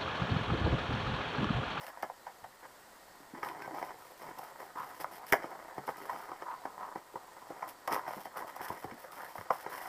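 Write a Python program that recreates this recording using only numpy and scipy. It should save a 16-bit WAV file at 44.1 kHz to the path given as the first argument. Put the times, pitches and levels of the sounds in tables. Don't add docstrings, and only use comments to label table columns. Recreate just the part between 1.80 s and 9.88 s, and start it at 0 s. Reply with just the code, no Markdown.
import sys
import numpy as np
from scipy import signal
from scipy.fft import rfft, irfft
from scipy.io import wavfile
from scipy.ndimage import uniform_filter1d

SR = 44100
rng = np.random.default_rng(int(sys.argv[2]) if len(sys.argv) > 2 else 0)


def output_pcm(signal):
    pcm = np.clip(np.atleast_2d(signal).T, -1, 1) * 32767
    wavfile.write(sys.argv[1], SR, np.round(pcm).astype(np.int16))


N = 356328


def amp(db):
    return 10 ** (np.asarray(db) / 20)


def unit(x):
    return x / np.sqrt(np.mean(x ** 2) + 1e-20)


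def burst(x):
    energy = np.sum(x ** 2) + 1e-20
    return x * np.sqrt(0.02 * SR / energy)


def curve(rows, axis=1):
    rows = np.array(rows)
    return np.interp(np.arange(N) / SR, rows[:, 0], rows[:, axis])


def add(mix, start_s, sound):
    part = mix[max(round(start_s * SR), 0):][:len(sound)]
    part += sound[:len(part)]


def colour(x, points, size=4096):
    hz, db = np.transpose(points)
    bins_hz = abs(np.fft.fftfreq(size, 1 / SR))
    log_gain = np.log(amp(np.interp(np.log(bins_hz + 1), np.log(hz), db)))
    response = np.exp(np.conj(signal.hilbert(log_gain)))
    taps = np.fft.ifft(response).real[:size // 2]
    return signal.oaconvolve(x, taps)[:len(x)]


def resonate(x, hz, width_hz):
    turn = np.exp(2j * np.pi * np.cumsum(hz * np.ones(len(x))) / SR)
    r = np.exp(-np.pi * width_hz / SR)
    smoothed = signal.lfilter([1 - r], [1, -r], x / turn + 1e-18)
    return 2 * (turn * smoothed).real


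def wander(per_s):
    knots = rng.standard_normal(N // 20)
    return unit(np.interp(np.arange(N) / SR * per_s, np.arange(len(knots)), knots))


def slips(per_s, spread_db, clump_db, clumps_per_s, smooth_share):
    sizes = amp(spread_db * np.minimum(rng.exponential(1, N), 4)) * rng.choice([-1, 1], N)
    clicks = unit(sizes * (rng.random(N) < per_s / SR))
    friction = smooth_share * rng.standard_normal(N)
    force = (clicks + friction) * amp(clump_db * wander(clumps_per_s))
    nearby_power = abs(uniform_filter1d(force ** 2, size=3000))
    return force / np.sqrt(nearby_power + 1e-9)


def contact(length, scatter, lead, size=4096):
    t = np.arange(size) / SR - lead
    fade = np.exp(-np.maximum(t / max(length, 1e-4), -2 * t / lead))
    small = rng.standard_normal(size) * fade
    force = scatter * small / np.linalg.norm(small)
    force[round(lead * SR)] += 1
    return force


def effort(strokes, rest_db):
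    grab_s, tire_db, let_go_s = 0.011, 2, 0.015
    power = np.ones(N) * amp(rest_db) ** 2
    for start, length, db in strokes:
        t = np.arange(0, length + 10 * let_go_s, 1 / SR)
        shape = np.minimum(t / grab_s, 1) * np.exp(-np.maximum(t - length, 0) / let_go_s)
        shape *= amp(tire_db * (0.5 - t / length))
        add(power, start, (amp(db) * shape) ** 2)
    return np.sqrt(power)


def roam(x, depth_db, per_s, count=9):
    hz, spectrum = np.fft.rfftfreq(N, 1 / SR), rfft(x)
    centres_hz = np.geomspace(250, 2300, count)
    out = np.zeros(N)
    for weights in np.eye(count):
        group = irfft(spectrum * np.interp(hz, centres_hz, weights), N)
        out += unit(amp(depth_db * wander(per_s))) * group
    return out


# frequency in Hz, strength in dB per Hz.
HUSH_COLOUR = [(25, -7.5), (100, -9), (400, -3), (830, 1.5), (1400, -3), (1900, -7), (2500, -14),
               (4700, -12.5), (6000, -16.5), (8200, -12), (9300, -18.5)]


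def hush():
    air = unit(colour(rng.standard_normal(N), HUSH_COLOUR)) * amp(0.5 * wander(per_s=3.99))
    low = resonate(rng.standard_normal(N), hz=1870 + 20 * wander(per_s=8.8), width_hz=27)
    high = resonate(rng.standard_normal(N), hz=4500 + 250 * wander(per_s=25), width_hz=120)
    high *= amp(3 * wander(per_s=9))
    return amp(-58.5) * air + amp(-71.5) * unit(low) + amp(-78.5) * unit(high)


# frequency in Hz, level in dB against the other rows, time to fade by 60 dB in seconds.
BOX_RINGS = [(151, -16, 0.13), (281, -29, 0.22), (393, -9, 0.17), (874, 2.5, 0.023), (1900, -11, 0.17)]


def box(x, ring_db, echo_db, echo_t60, yard_db, yard_t60):
    ring = np.zeros(N)
    for hz, db, t60 in BOX_RINGS:
        ring += amp(db) * resonate(x, hz, width_hz=np.log(1000) / np.pi / t60)
    t = np.arange(SR // 2) / SR
    near, far = rng.standard_normal((2, len(t))) * (t > 0.002)
    near, far = near * amp(-60 * t / echo_t60), far * amp(-60 * t / yard_t60)
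    tail = amp(echo_db) * near / np.linalg.norm(near) + amp(yard_db) * far / np.linalg.norm(far)
    return x + amp(ring_db) * ring + signal.oaconvolve(x, tail)[:N]


# start in seconds, level in dB before the box rings, pitch in Hz.
BOX_BUMPS = [(0.409, -65, 248), (0.625, -64, 120), (1.401, -58, 257), (1.533, -47, 250), (3.979, -51, 170),
             (5.338, -50.5, 382), (6.364, -48, 262), (6.90, -48.5, 141), (7.044, -53, 110),
             (7.118, -48, 220), (7.585, -52, 120)]


def bumps(width_hz=170):
    out = np.zeros(N)
    for start, db, hz in BOX_BUMPS:
        push = contact(length=0.017, scatter=1, lead=0.004)
        flex = resonate(resonate(push, hz, width_hz), hz, width_hz)
        add(out, start, amp(db) * burst(flex))
    return out


# start in seconds, end in seconds, first pitch in Hz, last pitch in Hz,
# roughness from 0 (pure tone) to 1 (all rasp; more counts as 1), level in dB before the ends are faded.
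SQUEAK_GLIDES = [(1.82, 1.88, 1566, 1550, 0, -50), (1.918, 1.947, 372, 250, .15, -50),
                 (1.954, 1.988, 860, 790, .2, -53), (2.947, 3.058, 1060, 1100, 1.1, -42.5),
                 (4.646, 4.772, 952, 1017, 0.64, -42.5), (4.985, 5.07, 1020, 1080, 0.8, -47)]


def squeaks(width_hz=380):
    out = np.zeros(N)
    for start, end, from_hz, to_hz, rough, db in SQUEAK_GLIDES:
        count = round((end - start) * SR)
        hz, rough = np.linspace(from_hz, to_hz, count), np.clip(rough, 0, 1)
        catches = rng.standard_normal(count) * (rng.random(count) < 900 / SR)
        rasp = unit(resonate(resonate(catches, hz, width_hz), hz, width_hz))
        tone = unit(np.sin(2 * np.pi * np.cumsum(hz) / SR))
        squeak = unit((1 - rough) * tone + rough * rasp)
        add(out, start, amp(db) * squeak * signal.windows.tukey(count, 0.5))
    return out


# frequency in Hz, strength in dB per Hz.
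TAPE_COLOUR = [(300, -24), (1500, 0), (3200, -3), (4000, -10.5), (5300, -1.5), (6800, -12.5), (10200, -4.5),
               (12800, -1), (15200, -4)]
# start in seconds, length in seconds, level in dB halfway along.
TAPE_CRINKLES = [(0.0, 0.088, -57), (1.625, 0.064, -57), (1.713, .008, -56), (1.94, .13, -61),
                 (2.18, .14, -64), (2.37, 0.12, -62), (2.56, 0.13, -59.5), (2.77, 0.095, -62),
                 (2.96, 0.25, -61.5), (3.192, 0.029, -48), (3.312, 0.061, -54.5), (3.46, 0.048, -51.5),
                 (4.06, .04, -55.5), (4.16, 0.3, -60.5), (5.87, 0.034, -52), (6.1, 0.07, -46.5),
                 (6.27, 0.19, -57), (6.56, 0.043, -52), (6.665, 0.028, -54), (6.755, .012, -52.5),
                 (6.81, 0.084, -51), (6.9, .15, -60), (7.17, 0.084, -59), (7.31, 0.21, -58),
                 (7.54, 0.076, -57.5), (7.71, 0.12, -56), (7.89, .25, -53.5)]
# time of the main click in seconds, level in dB, added brightness in dB per octave.
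TAPE_TICKS = [(.067, -51, -4.5), (.226, -51.5, -2), (1.648, -51, -5.5), (1.688, -49.5, -5),
              (1.822, -49.5, -6), (2.588, -55.5, 1), (3.524, -35, 4), (3.5328, -44, 5), (6.077, -42, -4),
              (6.126, -42.5, -3.5)]


def tape(lead=0.0017):
    force = slips(per_s=900, spread_db=4, clump_db=2.8, clumps_per_s=140, smooth_share=0.7)
    out = effort(TAPE_CRINKLES, rest_db=-69.5) * unit(colour(force, TAPE_COLOUR))
    pivot_hz = TAPE_COLOUR[1][0]
    for time_s, db, brightness in TAPE_TICKS:
        tilted = [(hz, level + brightness * np.log2(hz / pivot_hz)) for hz, level in TAPE_COLOUR]
        tick = colour(contact(length=0.0032, scatter=1.3, lead=lead), tilted)
        add(out, time_s - lead, amp(db) * burst(tick))
    return out


# frequency in Hz, strength in dB per Hz.
THUD_COLOUR = [(25, -32), (90, -21.5), (150, -7.5), (220, -9.5), (300, -1.5), (420, 3), (550, -12),
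               (1200, -41)]
PANEL_COLOUR = [(200, -29), (420, -14.5), (560, 0), (850, -3.5), (1100, -5), (1350, -8), (1700, -20),
                (3500, -47)]
CRACK_COLOUR = [(700, -22), (1200, -10), (1500, 2.5), (2030, 3), (2330, -8.5), (2750, -21), (3130, -12.5),
                (3900, -43.5), (5250, -15.5), (8000, -39.5)]


def cardboard_voices(force):
    return colour(force, THUD_COLOUR), colour(force, PANEL_COLOUR), colour(force, CRACK_COLOUR)


# start in seconds, length in seconds, level of the panel in dB halfway along, before it roams.
RUB_STROKES = [(0.0, .11, -51), (0.825, 0.024, -48), (1.545, 0.023, -49.5), (1.64, 0.066, -50),
               (1.705, 0.0085, -48), (1.805, 0.019, -46), (1.93, 0.14, -50), (2.083, 0.028, -48.5),
               (2.405, 0.11, -48.5), (2.569, 0.12, -52), (2.785, 0.037, -46), (2.95, 0.2, -53),
               (3.193, 0.03, -46.5), (3.31, 0.054, -53.5), (3.57, 0.17, -49.5), (4.17, 0.37, -51),
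               (4.31, 0.092, -45), (4.97, 0.21, -48.5), (5.82, 0.078, -47), (6.098, 0.085, -34.5),
               (6.29, 0.023, -40.5), (6.553, 0.064, -42), (6.67, 0.032, -46.5), (6.79, 0.16, -45.5),
               (7.237, 0.016, -46.5), (7.321, .015, -44), (7.36, 0.13, -51), (7.502, 0.0091, -44),
               (7.72, 0.18, -53), (7.89, 0.25, -46)]
# time in seconds, level of the panel in dB, before it roams.
HAND_SHIFTS = [(0.2, -58), (0.38, -70), (1.52, -65.5), (1.62, -50.5), (1.90, -52), (2.28, -61),
               (3.75, -52.5), (4.90, -55), (5.28, -63), (5.78, -51), (5.97, -62), (6.33, -45.5),
               (6.52, -56.5), (7.00, -50.5), (7.2, -57.5), (7.68, -58)]
# time in seconds, panel pitch in Hz, thud in dB and crack in dB against the panel.
PANEL_GRIP = [(0.0, 920, -17, -6), (1.6, 885, -4.5, -3.5), (2.65, 816, -9, -7.5), (3.0, 1050, -8.5, -8.5),
              (3.6, 890, -9.5, -6.5), (4.35, 1080, -10, -7), (5.05, 1070, -11, -12),
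              (6.2, 1010, -11.5, -7.5), (8.0, 1000, -13.5, -5)]


def rubbing():
    force = slips(per_s=600, spread_db=3.5, clump_db=2.5, clumps_per_s=70, smooth_share=0.4)
    thud, panel, crack = cardboard_voices(force)
    rub = unit(resonate(panel, curve(PANEL_GRIP, axis=1), width_hz=560))
    rub += amp(curve(PANEL_GRIP, axis=2)) * unit(thud)
    rub += amp(curve(PANEL_GRIP, axis=3)) * unit(crack)
    return effort(RUB_STROKES, curve(HAND_SHIFTS)) * roam(rub, depth_db=2.8, per_s=22)


def knock(db, hz, thud_db, crack_db, length, lead):
    force = contact(length, 0.62 + 190 * length, lead)
    thud, panel, crack = cardboard_voices(force)
    blow = burst(resonate(panel, hz, width_hz=270))
    blow += amp(thud_db) * burst(thud) + amp(crack_db) * burst(crack)
    return amp(db) * blow


# time in seconds, level of the panel in dB, panel pitch in Hz,
# thud in dB and crack in dB against the panel, length of the dying away in seconds.
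CARDBOARD_KNOCKS = [(0.172, -50, 850, -27, -9, 0.0035), (0.228, -36, 790, -12, -7.5, 0.0099),
                    (0.298, -44, 890, -24, -17, 0.0076), (0.464, -44, 850, -38, -9.5, 0.017),
                    (0.64, -47.5, 770, -30, -10, .011), (1.630, -41.5, 1050, -6.5, -1.5, 0.0048),
                    (1.876, -44, 796, -9, -25, 0.0041), (2.026, -39.5, 840, -9, -9, 0.0046),
                    (3.244, -38, 1230, -33, -11, 0.0012), (3.5249, -34, 930, 1, 7, 0.0028),
                    (3.5328, -35.5, 845, 1, 9.5, 0.0015), (3.5385, -27.5, 830, -21, -25, 0.0035),
                    (3.641, -45, 850, 0, -24, 0.0048), (3.979, -42, 810, -3, -12, 0.0076),
                    (4.076, -39, 1080, -10, -11, 0.0098), (4.088, -37, 880, -7.5, -10.5, 0.0069),
                    (4.293, -38, 1080, -38, -9, 0.012), (4.516, -41.5, 1180, -11, -15, 0.0047),
                    (4.621, -44, 920, -6.5, -8, 0.0048), (4.853, -39.5, 940, -8.5, -10.5, 0.0055),
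                    (5.156, -42.5, 845, -3, -12, 0.0068), (5.356, -42, 1030, -7, -16, 0.007),
                    (5.703, -46.5, 766, -0.5, -17, 0.0055), (5.824, -39, 970, -21, -10.5, 0.0063),
                    (6.076, -34, 930, -17, -12.5, 0.014), (6.278, -40, 830, -13, -11, 0.0074),
                    (6.454, -45, 750, -13, -9, 0.0032), (6.643, -47, 720, -9, -19, 0.0045),
                    (6.762, -45.5, 870, -20, -22, 0.0055), (6.806, -43, 895, -6, -18, 0.008),
                    (6.902, -40, 920, -7, -23, 0.0039), (7.042, -44, 796, -0.5, -12, 0.0061),
                    (7.112, -53.5, 980, -8, 0, 0.003), (7.432, -48.5, 930, -15, -10, 0.0056),
                    (7.553, -45, 840, -15, -14, 0.0073), (7.581, -46, 880, -13, -3.5, 0.0039),
                    (7.611, -48.5, 1100, -7, -4, 0.0013), (7.705, -26.5, 980, -17.5, -16, 0.0051),
                    (7.862, -42.5, 860, -3, -6.5, 0.0069)]


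def knocks(quick_lead=0.001918):
    out = np.zeros(N)
    for time_s, db, hz, thud_db, crack_db, length in CARDBOARD_KNOCKS:
        lead = quick_lead + 0.212 * length
        add(out, time_s - quick_lead, knock(db, hz, thud_db, crack_db, length, lead))
    return out


def scene():
    packet = knocks() + rubbing() + bumps() + squeaks() + tape()
    boxed = box(packet, ring_db=-8.5, echo_db=-7.0, echo_t60=0.13, yard_db=-20, yard_t60=0.35)
    mono = boxed + hush()
    return np.array([mono, mono])


def record(dry):
    edge_hz = 15400
    taps = signal.firwin(511, edge_hz, window=("kaiser", 9), fs=SR)
    return signal.oaconvolve(dry, taps[None], "same")


dry = scene()
out = record(dry)
output_pcm(out)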